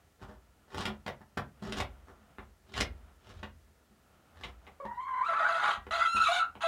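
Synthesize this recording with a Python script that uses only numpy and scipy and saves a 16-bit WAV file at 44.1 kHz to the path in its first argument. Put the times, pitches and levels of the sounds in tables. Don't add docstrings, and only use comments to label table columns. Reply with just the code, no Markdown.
import sys
import numpy as np
from scipy import signal
from scipy.fft import rfft, irfft, next_fast_len
from scipy.io import wavfile
from scipy.ndimage import uniform_filter1d

SR = 44100
rng = np.random.default_rng(int(sys.argv[2]) if len(sys.argv) > 2 else 0)


def pcm_store(signal):
    levels = np.round(np.clip(np.atleast_2d(signal), -1, 1) * 32767)
    wavfile.write(sys.argv[1], SR, levels.astype(np.int16).T)


N = 294147
T = np.arange(N) / SR

# pitch_hz, density_db (per Hz)
YARD_SPECTRUM = [(18, -35.5), (30, -3), (85, 2.5), (102, -10), (467, -13), (1140, -29.5), (1400, -29.5),
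                 (1550, -42.5), (1680, -16.5), (2300, -26), (6720, -27.5), (15500, -32.5)]
# time_s, level_db
MURMUR_LEVEL = [(0.0, -69.5), (1.2, -69.5), (1.35, -74), (1.78, -55.5), (1.92, -65), (2.34, -62.5),
                (2.55, -72.5), (2.83, -63.5), (3.6, -71), (3.94, -72.5), (4.28, -62.5), (4.8, -67)]
# pitch_hz, level_db
MURMUR_SPECTRUM = [(200, 8), (400, -2), (700, 4.5), (1100, -1), (1370, 4.5), (1700, -7), (3000, -9),
                   (6000, -32)]
# start_s, swell_s, fade_s, level_db, then hiss_db, boards_db, frame_db over it
SCUFF_EVENTS = [(0.189, 0.048, 0.028, -50, -13.5, -3, 6), (.26, 0.027, 0.12, -54.5, -16.5, 3.5, -4),
                (0.669, 0.067, 0.23, -48, -7.5, -7, -3), (0.759, 0.041, 0.092, -48, 3.5, 7, -12),
                (0.849, 0.027, 0.049, -43, -26, 6.5, -4), (1.599, 0.049, .25, -52.5, -4, 14.5, 9.5),
                (1.7, 0.078, 0.078, -45, -6.5, 0, -14), (2.048, 0.037, 0.074, -54, -18, -7, -9),
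                (2.15, 0.058, 0.081, -67.5, -17, 5.5, 2), (2.65, 0.042, 0.091, -65, 1, 9.5, 0.5),
                (2.733, 0.051, 0.031, -41, -1, -8, 5.5), (2.768, 0.017, 0.053, -58.5, 10, -1, 4),
                (3.2, 0.098, 0.068, -55, 0, 4.5, 8), (3.3, 0.068, 0.2, -69, 1.5, 7.5, 24.5),
                (4.332, .115, 0.072, -49.5, -7.5, -32, 6), (4.63, 0.038, 0.038, -58, -16.5, -13.5, -3.5)]
# start_s, level_db, then click_db, hiss_db, boards_db, frame_db over it, rise_s
KNOCK_EVENTS = [(0.215, -53.5, -13, -4, 12.5, 11.5, 0.005), (0.74, -43, -34, -25, -15, -17, 0.0056),
                (.815, -60, -12, -8, 1, -21, 0.0018), (.853, -32.5, 0, 3.5, 1.5, -21, 0.0044),
                (1.062, -23.5, -13, -14, -9.5, -29, 0.012), (1.208, -39.5, -34, -20, -7, -24, .0014),
                (1.371, -20, -23, -18.5, -9.5, -24, 0.005), (1.623, -35.5, -42, -7.5, 5.5, -28, 0.0025),
                (1.723, -43, -37, 9, 5, 4, 0.00083), (1.768, -27, -31, 4, -12, -4, 0.0062),
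                (1.802, -31, -1, -1, -8.5, -13, 0.0013), (2.384, -27, -16.5, -52, -14.5, -15, 0.0029),
                (2.739, -44.5, 6, -1, -19, -15, 0.0033), (2.804, -31, -6, 15, 1.5, -4.5, 0.00041),
                (3.429, -32, -10.5, -15, -4, -11, 0.0043), (3.674, -54.5, -18, -12.5, -10, -15.5, 0.0015),
                (3.909, -57, -34.5, -31, 3.5, -15, .002), (4.436, -37, 4, -7.5, -27, -25, 0.00096),
                (4.668, -42, -1.5, -30, -31, -17, 0.00052), (4.851, -37.5, -18, -20.5, 2, -10, 0.001),
                (5.771, -44, -14, -25, -2.2, 3, 0.0036), (5.867, -32.5, -14.5, -27, -14, -13, 0.00096),
                (6.145, -37, -24, -24, 2.2, -4.5, .002), (6.553, -36, -9.5, -33, -13.5, -26, 0.0026)]
# pitch_hz, level_db
WOOD_SPECTRUM = [(150, -2), (300, 1.5), (620, 2), (850, 4.5), (1260, 2), (1800, -3), (2600, -36.5)]
# pitch_hz, level_db
HISS_SPECTRUM = [(1200, -8), (2000, -4), (3200, 2), (4500, -3.5), (6500, -9), (9500, -19), (12000, -29),
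                 (16000, -38)]
# pitch_hz, level_db
CLICK_SPECTRUM = [(1300, -23), (2000, 11.5), (3800, 4), (6000, -39), (16000, -45)]
# pitch_hz, level_db, t60_s
BOARD_MODES = [(129.2, -12, 0.47), (211.8, 2.5, 0.25), (279.7, -6, 0.14), (360, -10.5, 0.17),
               (378, -2, 0.19), (617, -5.5, 0.22), (857, -20.5, 0.18), (1258, -16, 0.12)]
# pitch_hz, level_db, t60_s
FRAME_MODES = [(50.6, -5.5, 1), (58.8, -2.5, 0.8), (73.9, -1.5, 0.83), (81.65, -5.5, 0.84),
               (99.2, -3.5, 0.37)]
# time_s, level_db, treble_db
SQUAWK_CURVES = [
    [(4.8, -40, -23), (4.845, -44, -28), (4.925, -37, -51), (4.958, -49.5, -15), (4.98, -36, -35),
     (5.03, -44.5, -10), (5.06, -37.5, -25.5), (5.23, -31.5, -24.5), (5.255, -35.5, -11), (5.29, -32, -14),
     (5.46, -28, -16.5), (5.53, -33, -6.5), (5.62, -29.5, -9.5), (5.68, -26.5, -11), (5.732, -32, -3),
     (5.79, -51, -10)],
    [(5.908, -33, -5), (6.0, -33, -2.5), (6.02, -25, -17), (6.095, -32.5, 0.5), (6.13, -24.5, 1),
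     (6.19, -28, -3.5), (6.221, -24.5, -7.5), (6.25, -34.5, 11), (6.272, -17, -8), (6.285, -28.5, 9),
     (6.34, -28.5, 6), (6.39, -30, 3.5), (6.431, -24.5, -20), (6.455, -42, -11)],
    [(6.606, -42, -5.5), (6.641, -30.5, -0.5), (6.67, -31, 8)],
]
# start_s, from_hz, to_hz, register (name)
VOICE_BREAKS = [(4.802, 1112, 1076, "cluck"), (4.849, 925.5, 970, "whistle"), (4.961, 956, 1101, "whistle"),
                (5.064, 1082, 1031, "breathy"), (5.149, 1021, 1054, "breathy"),
                (5.225, 1059, 1403, "breathy"), (5.285, 1347, 1340, "hoarse"),
                (5.33, 1160, 1177, "beating"), (5.35, 1405, 1297, "beating"),
                (5.378, 1188, 1191, "beating"), (5.395, 1340, 1340, "hoarse"),
                (5.447, 1497, 1487, "beating"), (5.485, 1339, 1343, "hoarse"), (5.58, 1391, 1328, "rasp"),
                (5.65, 1324, 1362, "rasp"), (5.9, 1322, 1340, "hoarse"), (6.005, 1345, 1334, "reedy"),
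                (6.072, 1338, 1361, "clear"), (6.162, 1283, 1375, "breathy"), (6.2, 1365, 1334, "breathy"),
                (6.25, 1274, 1301, "breathy"), (6.283, 1395, 1413, "halved"), (6.328, 1481, 1502, "buzz"),
                (6.397, 1345, 1372, "breathy"), (6.599, 1348, 1340, "rasp"), (6.635, 1340, 1317, "halved")]
MEMBRANE_REGISTERS = {"whistle": (-32, -49, 0.24, -49), "clear": (-45, -44, .04, -47),
                      "breathy": (-26, -22, 0.38, -29), "halved": (13.5, -5, 0.14, -7),
                      "hoarse": (2.5, 1, 0.59, -14), "beating": (-20, -7.5, 0.48, -14.5),
                      "rasp": (-16, -0.5, 0.88, -5), "reedy": (-20.5, 2, 0.38, -26),
                      "cluck": (15.5, -16, 0.26, -43), "buzz": (6.5, 5, 0.37, -9.5)}
# pitch_hz, level_db
THROAT_RESPONSE = [(400, -18), (600, -12.5), (1000, 1), (1400, 3), (2000, -7), (2700, -7.5), (3800, -7.5),
                   (4700, -19), (5200, -31.5), (6600, -21.5), (8000, -32.5), (9500, -28), (12000, -49),
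                   (16000, -43)]
# pitch_hz, level_db, t60_s
NEST_MODES = [(646, -28, 0.051), (780, -3.5, 0.34), (836.4, 5, 0.089), (1030, 5, 0.07), (1185, 0.5, 0.1),
              (1340, -14, 0.061), (1483, -10, 0.42), (1624, 5, 0.15), (1910, -3, 0.29), (2067, 6, 0.033),
              (2340, 5, 0.11), (2655, 9.5, 0.038), (3260, -2, 0.044), (3330, -2.5, 0.044),
              (3730, -10.5, 0.1), (4020, 4, 0.025)]
# pitch_hz, t60_s
ROOM_DECAY = [(125, 0.46), (400, 0.23), (1100, 0.21), (2900, 0.18), (7700, 0.1), (14000, 0.16)]

YARD_DB = -67.5
SCUFF_RANGE_DB, SCUFF_CATCH_DB = 26.5, 2.5
KNOCK_S, KNOCK_PER_RISE = 0.021, 4.44
CRACK_DB = 14
BREAK_S, SECOND_HZ, THROB_DB = 0.0081, 834.5, 1.3
MIC_HZ, TOP_HZ = 48, 15820


def amp(db):
    return 10 ** (np.asarray(db) / 20)


def unit(x):
    return x / np.sqrt(np.mean(x ** 2))


def even(x, seconds):
    return x / np.sqrt(uniform_filter1d(x ** 2, int(seconds * SR)))


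def shape(table, hz):
    table_hz, values = np.transpose(table)
    return np.interp(np.log(np.maximum(hz, 1)), np.log(table_hz), values)


def colour(x, table):
    size = next_fast_len(len(x))
    gain = amp(shape(table, np.fft.rfftfreq(size, 1 / SR)))
    return irfft(rfft(x, size) * gain, size)[:len(x)]


def walk(rate):
    width = max(int(SR / rate), 1)
    once = uniform_filter1d(rng.standard_normal(N), width)
    return unit(uniform_filter1d(once, width))


def ring(x, modes):
    age = T[:SR]
    body = 0
    for hz, db, t60 in modes:
        body = body + amp(db) * np.sin(2 * np.pi * hz * age) * np.exp(-age * np.log(1000) / t60)
    return signal.fftconvolve(x, body / np.sqrt(np.sum(body ** 2)))[:N]


def yard():
    time, level_db = np.transpose(MURMUR_LEVEL)
    flicker_db = 1.5 * walk(14)
    murmur_noise = unit(colour(rng.standard_normal(N), MURMUR_SPECTRUM))
    murmur = amp(np.interp(T, time, level_db) + flicker_db) * murmur_noise
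    air_gain = amp(YARD_DB + 0.4 * walk(12))
    return air_gain * unit(colour(rng.standard_normal(N), YARD_SPECTRUM)) + murmur


def contact_noises():
    grains = rng.standard_normal(N) * amp(6.3 * walk(310))
    wood = even(colour(grains, WOOD_SPECTRUM), 0.039)
    hiss = even(colour(grains, HISS_SPECTRUM), 0.028)
    click = even(colour(grains, CLICK_SPECTRUM), 0.019)
    return wood, hiss, click


def scuffs(wood_noise, hiss_noise):
    wood, hiss, tap, push = np.zeros((4, N))
    catch = amp(SCUFF_CATCH_DB * walk(45.05))
    for start, swell, fade, db, hiss_db, board_db, frame_db in SCUFF_EVENTS:
        now = slice(int(start * SR), int((start + swell + fade) * SR))
        rising = (T[now] - start) / swell
        falling = 1 + (start + swell - T[now]) / fade
        ramp = np.minimum(rising, falling)
        drag = amp(db - SCUFF_RANGE_DB * (1 - ramp)) * catch[now]
        for layer, share_db in ((wood, 0), (hiss, hiss_db), (tap, board_db), (push, frame_db)):
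            layer[now] += amp(share_db) * drag
    tap *= rng.standard_normal(N)
    push *= rng.standard_normal(N)
    return wood * wood_noise + hiss * hiss_noise, tap, push


def knocks(wood_noise, hiss_noise, click_noise):
    wood, hiss, click, crack, tap, push = np.zeros((6, N))
    for start, db, click_db, hiss_db, board_db, frame_db, rise in KNOCK_EVENTS:
        first = int(start * SR)
        now = slice(first, first + SR // 5)
        age = np.maximum(T[now] - start, 0)
        t60 = KNOCK_S + KNOCK_PER_RISE * rise
        blow = amp(db) * (1 - np.exp(-age / rise)) * np.exp(-age * np.log(1000) / t60)
        for layer, share_db in ((wood, 0), (click, click_db), (hiss, hiss_db)):
            layer[now] += amp(share_db) * blow
        crack[first] = amp(db + click_db + CRACK_DB) * min(0.0015 / rise, 1)
        tap[now] += amp(db + board_db) * age / 0.00041 * np.exp(-age / 0.00037)
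        push[now] += amp(db + frame_db) * age / 0.0027 * np.exp(-age / 0.0013)
    near = wood * wood_noise + hiss * hiss_noise + click * click_noise
    return near + colour(crack, CLICK_SPECTRUM), tap, push


def contacts():
    wood, hiss, click = contact_noises()
    scuff, scuff_tap, scuff_push = scuffs(wood, hiss)
    knock, knock_tap, knock_push = knocks(wood, hiss, click)
    boom = ring(scuff_tap + knock_tap, BOARD_MODES) + ring(scuff_push + knock_push, FRAME_MODES)
    return scuff + knock, boom


def squawk_curves(fade):
    gate = 0
    for call in SQUAWK_CURVES:
        since_start, until_end = T - call[0][0], call[-1][0] + fade - T
        gate = gate + np.clip(np.minimum(since_start, until_end) / fade, 0, 1)
    time, level_db, treble_db = np.concatenate(SQUAWK_CURVES).T
    return gate * amp(np.interp(T, time, level_db)), np.interp(T, time, treble_db)


def membrane_state():
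    start, from_hz, to_hz = np.transpose([row[:3] for row in VOICE_BREAKS])
    end = np.append(start[1:], N / SR)
    row = np.clip(np.searchsorted(start, T) - 1, 0, None)
    progress = np.clip((T - start[row]) / (end - start)[row], 0, 1)
    glide = from_hz[row] + (to_hz - from_hz)[row] * progress
    registers = np.array([MEMBRANE_REGISTERS[r[3]] for r in VOICE_BREAKS], float)[row].T
    return uniform_filter1d(np.vstack([glide, registers]), max(int(BREAK_S * SR), 1))


def membranes(treble_db, live):
    state = membrane_state()
    hz, rough = state[0], np.clip(state[3], 0, 1)
    wobble = 1 + (0.00411 + rough * 0.02) * walk(40.97) + rough * 0.0658 * walk(316)
    half_phase = (np.pi * np.cumsum(hz * wobble) / SR)[live]
    second_wobble = 1 + 0.025 * walk(29.81) + 0.022 * walk(197.6)
    second_phase = (2 * np.pi * np.cumsum(SECOND_HZ * second_wobble) / SR)[live]
    flutter = walk(170)
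    hz, half_db, over_db, _, second_db = state[:, live]
    rough_live = rough[live]

    def throat(f):
        return amp(shape(THROAT_RESPONSE, f) + np.clip(np.log2(f / 1600), 0, 1) * treble_db[live])

    tone = 0
    for k in range(1, 23):
        f = k * hz / 2
        slip = np.roll(flutter, 4001 * k)[live]
        flick = np.roll(flutter, -5003 * k)[live]
        loose = min((k - 1) / 3, 1.5) * np.sqrt(3 * rough_live)
        odd_db = (half_db if k == 1 else over_db) * (k % 2)
        size = throat(f) * amp(odd_db) * amp(2.5 * loose * flick)
        tone = tone + (f < 16000) * size * np.sin(k * half_phase + k * k + 1.1 * loose * slip)
    for m, n in ((0, 1), (0, 2), (2, -2), (-1, 3), (1, 1), (2, 1), (1, 3)):
        f = np.abs(m * hz + n * SECOND_HZ)
        tone = tone + amp(second_db) * throat(f) * np.sin(2 * m * half_phase + n * second_phase)
    return tone / np.sqrt(uniform_filter1d(tone ** 2, size=800)), rough


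def breath_noise(treble_db):
    air = rng.standard_normal(N) * amp(2.5 * walk(90))
    low = [(f, db - 40 * (f > 2200)) for f, db in THROAT_RESPONSE]
    high = [(f, db - 40 * (f < 2200)) for f, db in THROAT_RESPONSE]
    return amp(-10.5) * unit(colour(air, low)) + amp(treble_db - 5.5) * unit(colour(air, high))


def hen():
    gain, treble_db = squawk_curves(fade=0.0022)
    live = gain > 0
    voice = np.zeros(N)
    voice[live], rough = membranes(treble_db, live)
    voice *= amp(1.16 * walk(87) + rough * 3 * walk(300))
    voice += rough * breath_noise(treble_db)
    call = gain * amp(THROB_DB * walk(36)) * voice
    return call + amp(-14) * ring(call, NEST_MODES)


def room(x, wet_db):
    hz, age, bins = signal.stft(rng.standard_normal(SR // 2), SR, nperseg=256)
    decay = amp(-60 * age / shape(ROOM_DECAY, hz)[:, None])
    tail = signal.istft(bins * decay, SR)[1]
    tail *= np.clip(np.arange(len(tail)) / SR / 0.0064, 0, 1)
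    return x + amp(wet_db) * signal.fftconvolve(x, tail / np.sqrt(np.sum(tail ** 2)))[:N]


def scene():
    near, boom = contacts()
    coop = room(amp(-2.5) * hen(), wet_db=-3.5) + room(amp(-1.5) * near, wet_db=0.5)
    return (coop + boom + yard())[None]


def record(dry):
    mic = signal.butter(5, MIC_HZ, "high", fs=SR, output="sos")
    recorder = signal.ellip(10, 0.2, 60, TOP_HZ, fs=SR, output="sos")
    return signal.sosfilt(recorder, signal.sosfilt(mic, dry))


dry = scene()
out = record(dry)
pcm_store(out)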